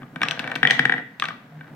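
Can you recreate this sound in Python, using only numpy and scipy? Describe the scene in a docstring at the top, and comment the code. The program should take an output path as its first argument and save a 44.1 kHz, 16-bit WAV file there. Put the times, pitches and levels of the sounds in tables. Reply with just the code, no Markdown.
"""A glass marble clicks down the ramp of a hand-cranked wooden marble machine, drops into the tray and
bounces to rest. Each impact excites the damped modes of the wood it strikes and of the table below.
Cams lift stair blocks, and other marbles clack from step to step. The turning axle rumbles through
the table and groans once, with a squeak. A small room reverberates the impacts over a faint hiss."""
import sys
import numpy as np
from scipy import signal
from scipy.io import wavfile
from scipy.ndimage import uniform_filter1d, minimum_filter1d

SR = 44100
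rng = np.random.default_rng(int(sys.argv[2]) if len(sys.argv) > 2 else 0)


def wav_record(signal):
    """Record a signal, one row per channel, as 16-bit PCM in the file named by sys.argv[1]."""
    frames = np.transpose(np.atleast_2d(signal))
    bounded = np.clip(frames, -1, 1)
    # unit amplitude maps onto the largest positive 16-bit level
    quanta = np.round(bounded * 32767).astype(np.int16)
    wavfile.write(sys.argv[1], SR, quanta)


N = 77175
TIME = np.arange(N) / SR

# Spectra of the noises and reflections. Each row: frequency in Hz, relative level in dB.
HISS_SPECTRUM = [(30, -49), (300, -1.5), (1500, 8.5), (3500, -6.5), (7000, -15.5), (10000, -21),
                 (13000, -14), (16000, -19.5)]
EARLY_SPECTRUM = [(150, -15.5), (700, 18), (1700, -5), (3000, -6), (6000, 3.5), (14000, -3)]
TAIL_SPECTRUM = [(100, -6), (300, -2.5), (700, 0.5), (1400, 1), (1700, -10), (1950, 0), (2600, -5.5),
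                 (3600, -4.5), (6000, 0.5), (14000, -5.5)]
RUMBLE_SPECTRUM = [(25, -23.5), (60, -45.5), (95, -23.5), (125, -4.5), (155, -0.5), (185, -7), (250, -4),
                   (300, -12.5), (360, -18.5), (700, -19.5), (1500, -33), (4000, -53.5)]
ROLL_SPECTRUM = [(50, -31), (150, -20), (270, 0.5), (370, -13.5), (480, 6.5), (590, -1.5), (710, 5.5),
                 (1000, -2.5), (1350, -2.5), (1600, 6), (2100, -2.5), (2700, -13.5), (4000, -17.5),
                 (7500, -51), (16000, -72.5)]
CRACK_SPECTRUM = [(300, -26), (1500, -10), (3300, 9.5), (4500, -2.5), (6200, -8.5), (7400, -15.5),
                  (8300, -9), (10200, -23.5), (11500, -22), (12800, -18), (14000, -26), (16000, -35)]
# Reverberation of the room. Each row: frequency in Hz, 60 dB decay time in seconds.
ROOM_DECAY = [(150, 0.27), (400, 0.63), (1000, 0.32), (1950, 0.49), (3500, 0.48), (7000, 0.3),
              (14000, 0.28)]
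# Envelopes of the axle and the rolling marble. Each row: time in seconds, level in dB.
RUMBLE_LEVELS = [(0, -39), (.09, -48), (.15, -42.5), (.45, -45), (.6, -41.5), (.82, -39), (1.0, -43.5),
                 (1.12, -52), (1.3, -44), (1.5, -51), (1.65, -47.5), (1.75, -41.5)]
ROLL_LEVELS = [(0, -52.5), (.14, -62), (.2, -48.5), (.25, -38), (.36, -37.5), (.45, -35), (.54, -35),
               (.6, -48.5), (.68, -31), (.9, -43), (1.0, -39), (1.04, -59), (1.5, -57), (1.62, -53),
               (1.75, -52)]
# Modes of the wooden parts. Each row: frequency in Hz, relative level in dB, 60 dB decay time in seconds.
TABLE_MODES = [(85.5, -40.5, .1), (129, -12.5, 0.2), (155.7, -5.5, .17), (236.8, -3.5, 0.057),
               (272.5, 0.5, 0.085), (315, -2, 0.023)]
BLOCK_MODES = [(508, -21, 0.027), (689, -17, 0.044), (960, -14.5, 0.036), (1204, -14, 0.026),
               (1535, -3, 0.039), (1604, -2.5, 0.018), (1845, -1.5, 0.016), (1940, -5, 0.011),
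               (2297, -6, 0.03), (2500, -20, 0.01), (2600, -19.5, 0.011), (2940, -3, 0.0064),
               (3530, -9.5, 0.025), (3790, -7.5, 0.0094)]
STAIR_TOP_MODES = [(750, -24.5, 0.0067), (960, -30, 0.0097), (1153, 1, 0.012), (1188, 3, 0.013),
                   (1643, -12.5, 0.052), (1696, -5, 0.013), (2110, -9.5, 0.013), (2430, -11.5, 0.017),
                   (3020, -8.5, 0.0085), (2890, -14.5, 0.024), (3364, -2, 0.011)]
RAMP_MODES = [(703, -29.5, 0.06), (1300, -16, 0.0053), (1614, -12, .018), (1900, -5, 0.014),
              (2250, -6, 0.015), (2680, 2, 0.008), (2940, -6.5, 0.0089), (3190, -7, 0.0064),
              (3660, -7, 0.01), (5800, -22, .008), (7740, -24, .01)]
RIM_MODES = [(1560, -9.5, .015), (1900, -4, 0.022), (2420, -5, 0.013), (2700, -15.5, .012),
             (3160, -0.5, 0.0081), (3490, -9, 0.012)]
TRAY_MODES = [(475.6, -26, 0.066), (707, -24.5, .055), (960, -19.5, 0.012), (1170, -32, 0.0058),
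              (1603, -1, 0.016), (1825, 3.5, 0.014), (1935, 3.5, 0.016), (1940, -19, 0.025),
              (2284, -15.5, 0.041), (2965, -8, 0.012), (2960, -40, 0.01), (3300, -8.5, 0.015),
              (3716, -16.5, 0.041)]
# Thin, high rings of a marble. Each row: start in seconds, level in dB, frequency in Hz.
MARBLE_PINGS = [(0.2313, -25.5, 5484), (.3106, -29, 5830), (1.238, -39, 5910)]
# Impacts on each part. Each row: start in seconds, ring gain in dB, contact cut-off in Hz,
# accent frequency in Hz, thud gain in dB, crack gain in dB, left over right in dB.
BLOCK_CLACKS = [(.0190, -30.5, 1500, 1140, -35, -67, 4), (.1596, -20, 2000, 1296, -27.5, -33.5, 3.4),
                (.2070, -26, 1800, 1390, -27, -43, 3), (.2165, -10.5, 3800, 2100, -29, -20.5, 3.4),
                (.2295, -34, 4000, 1660, -59, -25, 2.5), (.3170, -20, 2200, 1550, -53, -47, 4.6),
                (.3970, -21, 2600, 1700, -32, -25, 4.5), (.4415, -22, 2800, 2270, -27.5, -31.5, 5.1),
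                (.4757, -18, 2600, 1980, -34, -26.5, 2.1), (.4985, -37, 2400, 1580, -34.5, -33, 3.8),
                (.5160, -16, 2300, 1830, -35, -26, 4.8), (.5315, -50, 1900, 1590, -40, -54, 2.6),
                (.5590, -16.5, 2200, 1840, -39, -17, 7), (1.2395, -17, 3000, 1390, -50, -25, 2.5),
                (1.2852, -18, 2800, 2020, -38.5, -24.5, 3), (1.6090, -29.5, 1900, 1530, -41.5, -65, 2.5),
                (1.6430, -37, 1600, 1600, -78, -65.5, 4.5), (1.6770, -45, 1700, 1560, -41, -49, 1.5)]
STAIR_TOP_KNOCKS = [(.0315, -28, 1670, 1190, -45, -64, 4.2), (.2330, -4, 2400, 1700, -28, -17, 5.1),
                    (1.2225, -3, 1950, 1102, -33, -23.5, 4), (1.3065, -15, 1185, 1190, -42, -61, 1.5)]  # hollow knocks at the top of the stairs
RAMP_CLICKS = [(.2528, -22.5, 4500, 2985, -45, -37.5, 3.3), (.2854, -12.5, 5000, 3000, -31.5, -15, 6),
               (.3105, -14.5, 5050, 2800, -35.5, -14, 8.5), (.3936, -13.5, 4200, 2480, -37, -16.5, 7.2),
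               (.5547, -24.5, 4200, 2800, -25, -20, 4.5), (.5572, -16.5, 3000, 2360, -29, -42, 2.1),
               (1.1984, -16.5, 4500, 2680, -45, -18.5, 3.3), (1.2548, -15, 5000, 3700, -40.5, -27, 3.9)]
RIM_GLANCES = [(.6727, -4, 4500, 3300, -32, -21, 6), (.7003, -11, 3500, 2100, -38, -28, 4),
               (.7076, -7, 5000, 3400, -38, -20, 7)]
TRAY_BOUNCES = [(.6306, -2.5, 3700, 1660, -21, -15, 5), (.6512, -4.5, 2750, 1910, -24.5, -24, 1),
                (.7078, -4, 4430, 1910, -35, -3, 2), (.7931, -3, 3340, 1734, -18, -12.5, 4),
                (.8535, -5, 3000, 1697, -23.5, -15.5, 4.5), (.8955, -6.5, 2390, 1683, -25.5, -30.5, 2.5),
                (.9219, -7, 2200, 1770, -35.5, -25, 4), (.9385, -9, 1610, 1750, -27.5, -40, 1),
                (.9610, -32, 3000, 1700, -32, -40, -4), (.9803, -16.5, 1870, 1880, -30.5, -41, 0)]


def amp(db):
    """Amplitude grows tenfold for every 20 dB."""
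    return 10 ** (np.asarray(db) / 20)


def unit_rms(x):
    """Normalisation brings the mean power to 1."""
    return x / np.sqrt(np.mean(x ** 2) + 1e-20)


def value_at(curve, hz):
    """Interpolation on a logarithmic frequency axis."""
    curve_hz, values = np.transpose(curve)
    return np.interp(np.log(hz + 1), np.log(curve_hz), values)


def envelope(levels):
    """Straight lines in dB give exponential growth and decay."""
    return amp(np.interp(TIME, *np.transpose(levels)))


def add(mix, start_s, sound):
    """Superposition: a sound sums into the mix from its start time."""
    part = mix[:, max(round(start_s * SR), 0):][:, :sound.shape[-1]]
    part += sound[..., :part.shape[1]]


def colour(x, spectrum):
    """A minimum-phase filter imposes a spectrum causally."""
    hz = abs(np.fft.fftfreq(4096, 1 / SR))
    log_gain = np.log(amp(value_at(spectrum, hz)))
    taps = np.fft.ifft(np.exp(np.conj(signal.hilbert(log_gain)))).real
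    return signal.fftconvolve(x, taps[None], axes=1)[:, :x.shape[1]]


def stereo(x, coherence, left_db):
    """Coherence sets the width of a noise pair; a level difference sets its direction."""
    right = coherence * x[0] + np.sqrt(1 - coherence ** 2) * x[1]
    return np.array([x[0] * amp(left_db / 2), right * amp(-left_db / 2)])


def noise(samples):
    """Two independent channels of white noise."""
    return rng.standard_normal((2, samples))


def hiss():
    """Stationary broadband noise forms a faint floor."""
    return amp(-57) * unit_rms(colour(noise(N), HISS_SPECTRUM))


def room(x, onset_s=.0044, early_t60_s=.029):
    """Reflection: the frame and table top scatter sound early, then a diffuse tail dies band by band."""
    hz, frame_s, bands = signal.stft(noise(SR), SR, nperseg=256)
    coherence = 1 / (1 + (hz[:, None] / 900) ** 2)  # the bass is alike at both ears
    bands = stereo(bands, coherence, left_db=0) * amp(-60 * frame_s / value_at(ROOM_DECAY, hz)[:, None])
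    tail = signal.istft(bands, SR, nperseg=256)[1][:, :SR]
    t = np.arange(SR) / SR
    tail = colour(unit_rms(tail * np.minimum(t / onset_s, 1) ** 2), TAIL_SPECTRUM)
    early = stereo(noise(SR), coherence=.23, left_db=-13) * amp(-60 * t / early_t60_s) * (t > .002)
    early = colour(unit_rms(early), EARLY_SPECTRUM)
    response = (amp(-7.5) * tail + amp(-15) * early) / np.sqrt(SR)
    return signal.fftconvolve(x, response, axes=1)[:, :N]


def axle_rumble():
    """Structure-borne sound: the rubbing of the cams travels through the table as low noise."""
    rubbing = stereo(noise(N), coherence=.97, left_db=-.1)
    return envelope(RUMBLE_LEVELS) * unit_rms(colour(rubbing, RUMBLE_SPECTRUM))


def axle_tone(start_s, length_s, hz, db, fade_s=.05):
    """Friction in the dry axle sustains a soft tone, unsteady in pitch and amplitude."""
    out, t = np.zeros((2, N)), np.arange(0, length_s, 1 / SR)
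    waver, flutter = unit_rms(uniform_filter1d(noise(N), size=400))[:, :len(t)]
    fade = np.minimum(np.minimum(t, length_s - t) / fade_s, 1)
    phase = 2 * np.pi * np.cumsum(hz * (1 + .008 * waver)) / SR
    add(out, start_s, amp(db) * fade * (1 + .12 * flutter) * np.sin(phase))
    return out


def rolling(bumps_per_s=1200):
    """Surface roughness: the grain of the wood gives the rolling marble a train of random impulses."""
    bumps = noise(N) * (rng.random(N) < bumps_per_s / SR)
    bumps = stereo(bumps, coherence=.7, left_db=2.5)
    return envelope(ROLL_LEVELS) * unit_rms(colour(bumps, ROLL_SPECTRUM))


def ring(modes, t, weight=1, swells=True, rise_s=.00033):
    """Free vibration is a sum of damped sines: alternating signs swell briefly, like signs snap."""
    hz, db, t60 = np.transpose(modes)
    t = np.maximum(t, 0)[..., None]
    onset = (-1) ** np.arange(len(hz)) if swells else 1 - np.exp(-t / rise_s)
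    return (weight * onset * amp(db - 60 * t / t60) * np.sin(2 * np.pi * hz * t)).sum(-1)


def pings(t60_s=.032):
    """A single high mode of a marble rings briefly after a few contacts."""
    out, t = np.zeros((2, N)), np.arange(SR // 10) / SR
    for start_s, db, hz in MARBLE_PINGS:
        add(out, start_s, ring([(hz, db, t60_s)], t))
    return out


def impacts(rows, modes, right_lag_s, swells=True, accent_db=4.5, accent_octaves=.18, crack_t60_s=.013):
    """Impulsive excitation: each blow rings the wood, cracks at the contact and thuds into the table."""
    out, t = np.zeros((2, N)), np.arange(2000) / SR
    hz = np.transpose(modes)[0]
    thud = ring(TABLE_MODES, np.arange(SR // 4) / SR)
    for start_s, ring_db, contact_hz, accent_hz, thud_db, crack_db, left_db in rows:
        # The spot struck favours the modes near its accent frequency.
        accent = amp(accent_db * np.exp(-(np.log2(hz / accent_hz) / accent_octaves) ** 2))
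        contact_lowpass = 1 / np.hypot(1, (hz / contact_hz) ** 2)
        wood = amp(ring_db) * ring(modes, np.array([t, t - right_lag_s]), accent * contact_lowpass, swells)
        burst = stereo(noise(len(t)), coherence=.16, left_db=-5) * amp(-60 * t / crack_t60_s)
        crack = amp(crack_db) * colour(burst, CRACK_SPECTRUM)
        pan = amp([[left_db / 2], [-left_db / 2]])
        add(out, start_s, (wood + crack) * pan)
        add(out, start_s, amp(thud_db) * thud)
    return out


def stairs():
    """Collisions with marbles excite hollow modes at the stair top and clacking modes in the blocks."""
    knocks = impacts(STAIR_TOP_KNOCKS, STAIR_TOP_MODES, right_lag_s=.00008)
    return knocks + impacts(BLOCK_CLACKS, BLOCK_MODES, right_lag_s=.00008)


def falling_marble():
    """Inelastic collisions: the marble clicks on the ramp rails, glances off the rim and settles."""
    tray = impacts(TRAY_BOUNCES, TRAY_MODES, right_lag_s=.00011)
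    rim = impacts(RIM_GLANCES, RIM_MODES, right_lag_s=.00005)
    ramp = impacts(RAMP_CLICKS, RAMP_MODES, right_lag_s=.00005, swells=False)
    return tray + rim + ramp


def scene():
    """The sources superpose; a low cut, like a microphone's roll-off, removes sub-bass from the knocks."""
    low_cut = signal.butter(2, 95, "high", fs=SR, output="sos")
    hits = signal.sosfilt(low_cut, falling_marble() + stairs() + pings())
    background = hiss() + room(hits) + rolling() + axle_rumble()
    groan = axle_tone(start_s=1.5, length_s=.17, hz=152.5, db=-38.5)
    squeak = axle_tone(start_s=1.512, length_s=.07, hz=712, db=-47)
    return background + groan + squeak + hits


def record(dry, ceiling=.96, limiter_s=.002, cutoff_hz=16400):
    """Peak limiting holds down the loudest knocks; a low-pass filter then bounds the bandwidth."""
    window = int(limiter_s * SR)
    gain = ceiling / np.maximum(abs(dry).max(0), ceiling)
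    gain = uniform_filter1d(minimum_filter1d(gain, window), window)
    taps = signal.firwin(511, cutoff_hz, window=("kaiser", 9), fs=SR)
    return signal.oaconvolve(dry * gain, taps[None], "same")


dry = scene()
out = record(dry)
wav_record(out)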